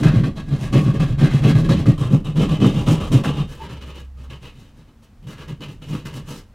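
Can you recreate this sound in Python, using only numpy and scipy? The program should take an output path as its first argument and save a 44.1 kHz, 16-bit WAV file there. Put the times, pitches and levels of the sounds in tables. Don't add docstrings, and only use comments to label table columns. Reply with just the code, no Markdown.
import sys
import numpy as np
from scipy import signal
from scipy.fft import rfft, irfft
from scipy.io import wavfile
from scipy.ndimage import uniform_filter1d

SR = 44100
rng = np.random.default_rng(int(sys.argv[2]) if len(sys.argv) > 2 else 0)


def master(y):
    cut = np.clip(np.atleast_2d(y).T, -1, 1)
    pcm = np.round(cut * 32767)
    wavfile.write(sys.argv[1], SR, pcm.astype(np.int16))


N = 288414

# start t/s, length/s, attack/s, deepest bite after the start/s, thump after the start/s,
# rasp level/dB, boom level/dB, knock level/dB, extra dust hiss/dB
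STROKES = [(0.0, 0.0096, 0.005, 0.0, 0.0079, -35.5, -6, -20, 5),
           (0.031, 0.053, 0.006, 0.027, 0.029, -28, -6, -15, 3.5),
           (0.141, 0.06, 0.042, 0.013, 0.033, -35, -5.5, -18.5, 2.5),
           (0.238, 0.041, 0.0083, 0, 0.0059, -36.5, -15, -20, 4.5),
           (0.364, 0.037, 0.0096, 0.0096, 0.027, -39, -25, -31, 4.5),
           (0.489, 0.079, 0.058, 0.047, 0.037, -41, -15, -24, 4.5),
           (0.592, 0.092, 0.021, 0.048, 0.045, -36.5, -18, -31, 8.5),
           (0.729, 0.071, 0.007, 0.032, 0.035, -27.5, -7.5, -12.5, 3),
           (0.849, 0.054, 0.055, 0.029, 0.04, -35.5, -9.5, -23.5, 2.5),
           (0.946, 0.016, 0.013, 0, 0.034, -37, -16.8, -21.5, 3.5),
           (0.998, 0.048, 0.005, 0.0067, 0.021, -33, -10.5, -22, 3),
           (1.082, 0.05, 0.05, 0.0047, 0.04, -38.5, -16, -30.5, 6),
           (1.19, 0.071, 0.015, 0.052, 0.046, -28, -6, -15, -0.5),
           (1.307, 0.077, 0.029, 0.04, 0.045, -33.0, -13, -25, 7),
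           (1.437, 0.075, 0.042, 0.04, 0.024, -28.5, -8.5, -13.5, 3.0),
           (1.554, 0.05, 0.019, 0.0076, 0.009, -32.5, -7, -19.5, 5.5),
           (1.649, 0.01, 0.028, 0.0017, 0.0098, -37.5, -14, -19, 4),
           (1.691, 0.04, 0.004, 0.028, 0.018, -27, -8, -14, 6),
           (1.777, 0.039, 0.05, 0.016, 0, -35.5, -17.5, -23.5, 2),
           (1.864, 0.04, 0.0073, 0.014, 0.029, -33, -7, -16, 2.5),
           (1.98, 0.086, 0.005, 0.043, 0.066, -33, -11.5, -25, 5),
           (2.111, 0.038, 0.027, 0.028, 0.034, -36, -8, -14.5, 4),
           (2.247, 0.06, 0.009, 0.02, 0.047, -38.5, -20, -29.5, 4.5),
           (2.361, 0.081, 0.011, 0.058, 0.034, -26.5, -9.5, -14, 2.9),
           (2.496, 0.059, 0.028, 0.027, 0.024, -30.5, -11.5, -23.5, 4),
           (2.602, 0.093, 0.011, 0.05, 0.042, -25.9, -5.5, -10.5, 1),
           (2.746, 0.074, 0.047, 0.026, 0.031, -31, -13.5, -18.5, 5),
           (2.869, 0.067, 0.014, 0.028, 0.041, -24.5, -8, -16.3, 2),
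           (2.971, 0.1, 0.05, 0.05, 0.015, -32.5, -22.5, -24, 4.5),
           (3.12, 0.048, 0.0073, 0.024, 0.034, -26, -6, -11.5, 3.5),
           (3.239, 0.057, 0.0054, 0.013, 0.065, -28.5, -13.5, -22, 6),
           (3.343, 0.081, 0.039, 0.035, 0.068, -34.5, -15.6, -28, 0.5),
           (3.495, 0.066, 0.046, 0.018, 0.018, -42.5, -31.7, -42, 8.5),
           (3.594, 0.06, 0.038, 0.053, 0.056, -39, -34, -40.5, 3.5),
           (3.699, 0.076, 0.018, 0.0073, 0.029, -38.5, -30.5, -39, 5.5),
           (3.814, 0.037, 0.013, 0.013, 0.025, -39.5, -46, -41, 1.9),
           (3.878, 0.04, 0.05, 0.0059, 0.019, -39.5, -37.5, -44, 4.5),
           (3.957, 0.047, 0.02, 0, 0.056, -40, -40.5, -47, 6),
           (4.176, 0.079, 0.019, 0.045, 0.024, -49, -41.5, -54, 7),
           (4.3, 0.047, 0.004, 0.015, 0.017, -42, -32.5, -44.5, 2.5),
           (4.43, 0.048, 0.03, 0.026, 0.0, -41.5, -37.5, -47, 1),
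           (4.547, 0.15, 0.05, 0.058, 0.05, -50.5, -38, -46.7, 7.6),
           (4.755, 0.063, 0.044, 0.037, 0.036, -55.5, -44, -54, 9),
           (4.874, 0.025, 0.026, 0.0047, 0.04, -58.5, -52.4, -55, 5),
           (5.024, 0.026, 0.0061, 0, 0.042, -55.5, -62, -61, 12),
           (5.228, 0.023, 0.0071, 0, 0.048, -55, -32.5, -52, 2),
           (5.27, 0.092, 0.0045, 0.011, 0, -42, -31, -42, 11),
           (5.383, 0.046, 0.024, 0.014, 0.023, -40.5, -38, -41.5, 3),
           (5.484, 0.022, 0.011, 0, 0.033, -39, -25, -38.5, 4.7),
           (5.608, 0.033, 0.0038, 0.026, 0.0056, -37.5, -37, -37.5, 3.5),
           (5.697, 0.023, 0.05, 0, 0.002, -43.6, -32.5, -40.5, 7),
           (5.821, 0.028, 0.008, 0.0021, 0.008, -42, -37, -43, 5.5),
           (5.891, 0.11, 0.038, 0.046, 0.036, -37, -24.5, -29.5, 5),
           (6.055, 0.029, 0.0075, 0.011, 0.001, -36.5, -29.1, -39, 5.5),
           (6.133, 0.054, 0.044, 0.037, 0.041, -39.5, -26, -35, 7),
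           (6.289, 0.1, 0.043, 0.024, 0.0079, -37, -28.5, -37.5, 11)]
# t/s, level/dB
SNAGS = [(0.043, -14), (0.15, -7), (0.749, -7), (0.863, -0.5), (1.004, -3), (1.11, -12), (1.216, 3.5),
         (1.339, 2), (1.444, 2.5), (1.552, -5.5), (1.694, -1.5), (1.874, 3), (2.127, 4.5), (2.618, 5),
         (2.875, 1.5), (3.144, -6), (3.405, -16.5), (5.502, -14), (5.899, -16), (5.944, -7.5)]
# t/s, level/dB, f/Hz
SNAPS = [(0.0336, -19.5, 1580), (0.2375, -27, 1170), (0.7327, -38, 1170), (1.0025, -22, 1050),
         (1.6918, -20, 1170), (1.8584, -24, 1270), (2.6452, -13.5, 1030), (2.8757, -20.5, 1200),
         (3.247, -15, 1550), (4.303, -31, 2800), (5.951, -24, 1240), (6.0584, -28.5, 1590)]
# t/s, length/s, start f/Hz, end f/Hz, level/dB
SQUEAKS = [(3.59, 0.096, 880, 950, -32.5), (3.595, 0.14, 377, 417, -37)]
# f/Hz, width/Hz, level/dB
BOOM_MODES = [(116.4, 16.2, -2.5), (144, 19.8, 0), (165.6, 36, -7.5)]
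KNOCK_MODES = [(202.5, 22.5, 0.5), (267.2, 21.1, -2.5), (300.8, 15.7, -2), (395.4, 32.7, -12.5),
               (446, 5.8, -10), (550, 25, -15), (655, 49, -27.5)]
# f/Hz, level/dB
RASP_UPRIGHT = [(380, -29), (650, 4), (944, -6), (1180, -4), (1460, -7), (1610, -14), (2100, -5.5),
                (3350, -9), (9710, -25), (15700, -39)]
RASP_LEVEL = [(380, 3), (650, 0), (773, -5.5), (1270, -10.5), (2160, -10), (2890, -4), (4250, -14.5),
              (8280, -21), (15700, -37)]
RASP_LIGHT = [(380, 1), (650, -6), (704, -16.5), (895, -2.5), (982, -6), (1610, -13.5), (2160, -9.5),
              (2810, -8), (15700, -35.5)]
# f/Hz, width/Hz, level/dB
BLADE_UPRIGHT = [(1170, 34, 10.5), (1628, 50, 17.5), (1860, 72, 6), (2790, 250, 3), (3270, 66, 8),
                 (3960, 220, 5)]
BLADE_LEVEL = [(849.6, 10, 12.3), (1030, 30, 8.8), (1196, 194, 11.6), (1680, 17, 1), (2800, 65, 6.6),
               (3130, 55, 7.8), (3790, 100, 9.2)]
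BLADE_LIGHT = [(1310, 91, 2.8), (1630, 206, 4.8), (2910, 194, 7.5), (3120, 42, 2.5), (3860, 140, 4.4)]
# t/s, f/Hz, level/dB
HUM = [(3.4, 68.4, -45), (3.516, 70.53, -40.5), (4.238, 65.7, -34.5), (4.486, 64.3, -48.5), (4.6, 66, -53)]
# f/Hz, level/dB
STEREO_WIDTH = [(60, -28), (180, -31), (550, -33), (1650, -18.5), (4970, -9.5), (15000, -16)]
# f/Hz, level/dB
ROOM_TONE = [(15, -42), (25, -1.5), (75, -4), (189, -17.5), (222, -8), (324, -26), (901, -29.5),
             (15700, -53.5)]
# added attack/s, place of the peak (0 = bite, 1 = thump),
# climb/(dB/s), sag/(dB/s), release/(dB/s)
RASP_SHAPE = (0.0, 0.0, 119, 86, 245)
BOOM_SHAPE = (0.024, 0.96, 334, 205, 135)
KNOCK_SHAPE = (0.018, 0.31, 302, 120, 145)

TEETH_PER_S, TOOTH_JITTER, TOOTH_SPREAD_DB = 145, 0.2, 3.5
CRUMBS_PER_S, GRAINS_PER_S = 500, 5000
LEVEL_CUT_START_S, LIGHT_START_S = 1.95, 3.47


def wall_thumps():
    boom_db, knock_db = np.transpose(STROKES)[6:8]
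    teeth_passed = np.floor(np.cumsum(TEETH_PER_S * (1 + TOOTH_JITTER * drift(30)) / SR))
    bites = np.diff(teeth_passed, prepend=0) * from_db(TOOTH_SPREAD_DB * rng.standard_normal(N))
    crumbs = (rng.random(N) < CRUMBS_PER_S / SR) * rng.standard_normal(N)
    boom = rms_one(resonate(ring(bites, BOOM_MODES), hz=136, width=212))
    knock = rms_one(ring(0.39 * rms_one(bites) + rms_one(crumbs), KNOCK_MODES))
    return stroke_gain(boom_db, BOOM_SHAPE) * boom + stroke_gain(knock_db, KNOCK_SHAPE) * knock


def tooth_snags():
    soften = signal.butter(2, 450, fs=SR, output="sos")
    jolts = signal.sosfilt(soften, clicks(SNAGS))
    return from_db(41.5) * (ring(jolts, BOOM_MODES) + from_db(-7) * ring(jolts, KNOCK_MODES))


def gypsum_rasp():
    sizes = from_db(-0.5 * np.minimum(rng.exponential(1, N), 5)) * rng.choice([-1, 1], N)
    grains = rms_one(sizes * (rng.random(N) < GRAINS_PER_S / SR) * from_db(1.68 * drift(46)))
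    snaps = clicks(np.array(SNAPS)[:, :2])
    crunch = signal.lfilter([1], [1, -np.exp(-1 / (0.008 * SR))], snaps)
    force = (stroke_gain(np.transpose(STROKES)[5], RASP_SHAPE) + from_db(-18) * crunch) * grains
    stage = np.searchsorted([LEVEL_CUT_START_S, LIGHT_START_S], np.arange(N) / SR)
    cuts = (RASP_UPRIGHT, BLADE_UPRIGHT), (RASP_LEVEL, BLADE_LEVEL), (RASP_LIGHT, BLADE_LIGHT)
    grip = drift(3.3)
    rasp = 0
    for k, (spectrum, modes) in enumerate(cuts):
        cut_force = (stage == k) * force
        ringing = blade_ring(coloured(cut_force, spectrum), modes, grip)
        rasp = rasp + ringing * from_db(-1) * np.std(cut_force) / np.std(ringing)
    return rasp + dust_hiss(rasp) + grit_snaps()


def blade_ring(rasp, modes, grip):
    out = rasp
    for hz, width, db in modes:
        for detune in 0.965, 1.011:
            own_grip = np.roll(grip, rng.integers(N))
            out = out + from_db(db - 9 + 5.75 * own_grip) * resonate(rasp, hz * detune, width)
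    return out


def dust_hiss(rasp):
    start, length, *_, hiss_db = np.transpose(STROKES)
    boost_db, = in_time(np.transpose([start + length / 2, hiss_db]))
    treble = signal.sosfilt(signal.butter(2, 5500, "high", fs=SR, output="sos"), rasp)
    return (from_db(boost_db + 2 * drift(11)) - 1) * treble


def grit_snaps():
    cracks = 0
    for start, db, hz in SNAPS:
        chip = resonate(clicks([(start, db)]), hz, width=270)
        cracks = cracks + resonate(chip, hz, width=1100)
    return from_db(30.5) * cracks


def blade_squeaks():
    t, out = np.arange(N) / SR, 0
    for start, length, start_hz, end_hz, db in SQUEAKS:
        progress = np.clip((t - start) / length, 0, 1)
        swell = 5.6 * progress * (1 - progress) ** 2 * from_db(3.4 * drift(57) - 6.6 * progress)
        hz = (start_hz + (end_hz - start_hz) * progress) * (1 + 0.0123 * drift(64))
        out = out + from_db(db) * swell * np.sin(2 * np.pi * np.cumsum(hz) / SR)
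    return out


def wall_sway():
    sway = ring(rng.standard_normal(N), [(25.4, 10.4, -1), (39.5, 14, -6), (70.4, 40, -8)])
    boom_gain = stroke_gain(np.transpose(STROKES)[6], BOOM_SHAPE)
    average = uniform_filter1d(boom_gain, round(0.33 * SR))
    return from_db(-14.5) * np.abs(average) ** 0.78 * rms_one(resonate(sway, hz=33, width=104))


def low_hum():
    fade_in = (HUM[0][0] - 0.2, HUM[0][1], -90)
    fade_out = (HUM[-1][0] + 0.2, HUM[-1][1], -90)
    hz, db = in_time([fade_in, *HUM, fade_out])
    return np.sqrt(2) * from_db(db) * np.sin(2 * np.pi * np.cumsum(hz) / SR)


def echoes(x, fade_s):
    t = np.arange(int(fade_s * SR)) / SR
    tail = rng.standard_normal(len(t)) * from_db(-60 * t / fade_s)
    return signal.fftconvolve(x, tail / np.sqrt(np.sum(tail ** 2)))[:N]


def room_tone():
    return from_db(-48.5) * rms_one(coloured(rng.standard_normal((2, N)), ROOM_TONE))


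def stroke_gain(levels_db, shape):
    added_attack, peak_place, climb, sag, release = shape
    t, power = np.arange(0, N + 32, 32) / SR, 1e-12
    for (start, length, attack, bite, thump), db in zip(np.array(STROKES)[:, :5], levels_db):
        age = t - start
        peak = bite + peak_place * (thump - bite)
        loss_db = 20 * np.maximum(-age, 0) / (attack + added_attack)
        loss_db += climb * np.clip(peak - age, 0, peak)
        loss_db += sag * np.maximum(age - peak, 0)
        loss_db += release * np.maximum(age - max(length, peak), 0)
        power = power + from_db(db - loss_db) ** 2
    return np.interp(np.arange(N) / SR, t, np.sqrt(power))


def resonate(x, hz, width):
    r = np.exp(-np.pi * width / SR)
    b = (1 - r * r) / 2 * np.array([1, 0, -1])
    return signal.lfilter(b, [1, -2 * r * np.cos(2 * np.pi * hz / SR), r * r], x + 1e-18)


def ring(x, modes):
    return sum((-1) ** k * from_db(db) * resonate(x, hz, width)
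               for k, (hz, width, db) in enumerate(modes))


def clicks(events):
    out = np.full(N, 1e-18)
    for start, db in events:
        out[round(start * SR)] = from_db(db)
    return out


def drift(rate_hz):
    r = np.exp(-2 * np.pi * rate_hz / SR)
    return rms_one(signal.lfilter([1], [1, -2 * r, r * r], rng.standard_normal(N + SR))[SR:])


def coloured(x, spectrum):
    hz, db = np.transpose(spectrum)
    grid = np.maximum(np.fft.rfftfreq(N, 1 / SR), 1)
    return irfft(rfft(x) * from_db(np.interp(np.log(grid), np.log(hz), db)), N)


def in_time(rows):
    times, *columns = np.transpose(rows)
    return [np.interp(np.arange(N) / SR, times, column) for column in columns]


def from_db(db):
    return 10 ** (np.asarray(db) / 20)


def rms_one(x):
    return x / np.sqrt(np.mean(x ** 2) + 1e-20)


def scene():
    low = wall_thumps() + tooth_snags() + wall_sway() + low_hum()
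    blade = gypsum_rasp() + blade_squeaks()
    room_mid, room_side = room_tone()
    absorb = signal.butter(1, 4000, fs=SR, output="sos")
    blade_echoes = signal.sosfilt(absorb, echoes(blade, fade_s=0.15))
    mid = low + blade + from_db(-0.5) * blade_echoes + room_mid
    scattered = echoes(low, fade_s=0.027) + echoes(gypsum_rasp(), fade_s=0.092) + room_side
    side = coloured(scattered, STEREO_WIDTH)
    return np.array([(mid + side) * from_db(0.1), (mid - side) * from_db(-0.1)])


def record(dry):
    rounded = 1.3 * np.tanh(dry / 1.3)
    return signal.sosfilt(signal.ellip(12, 0.5, 70, 15830, fs=SR, output="sos"), rounded)


dry = scene()
out = record(dry)
master(out)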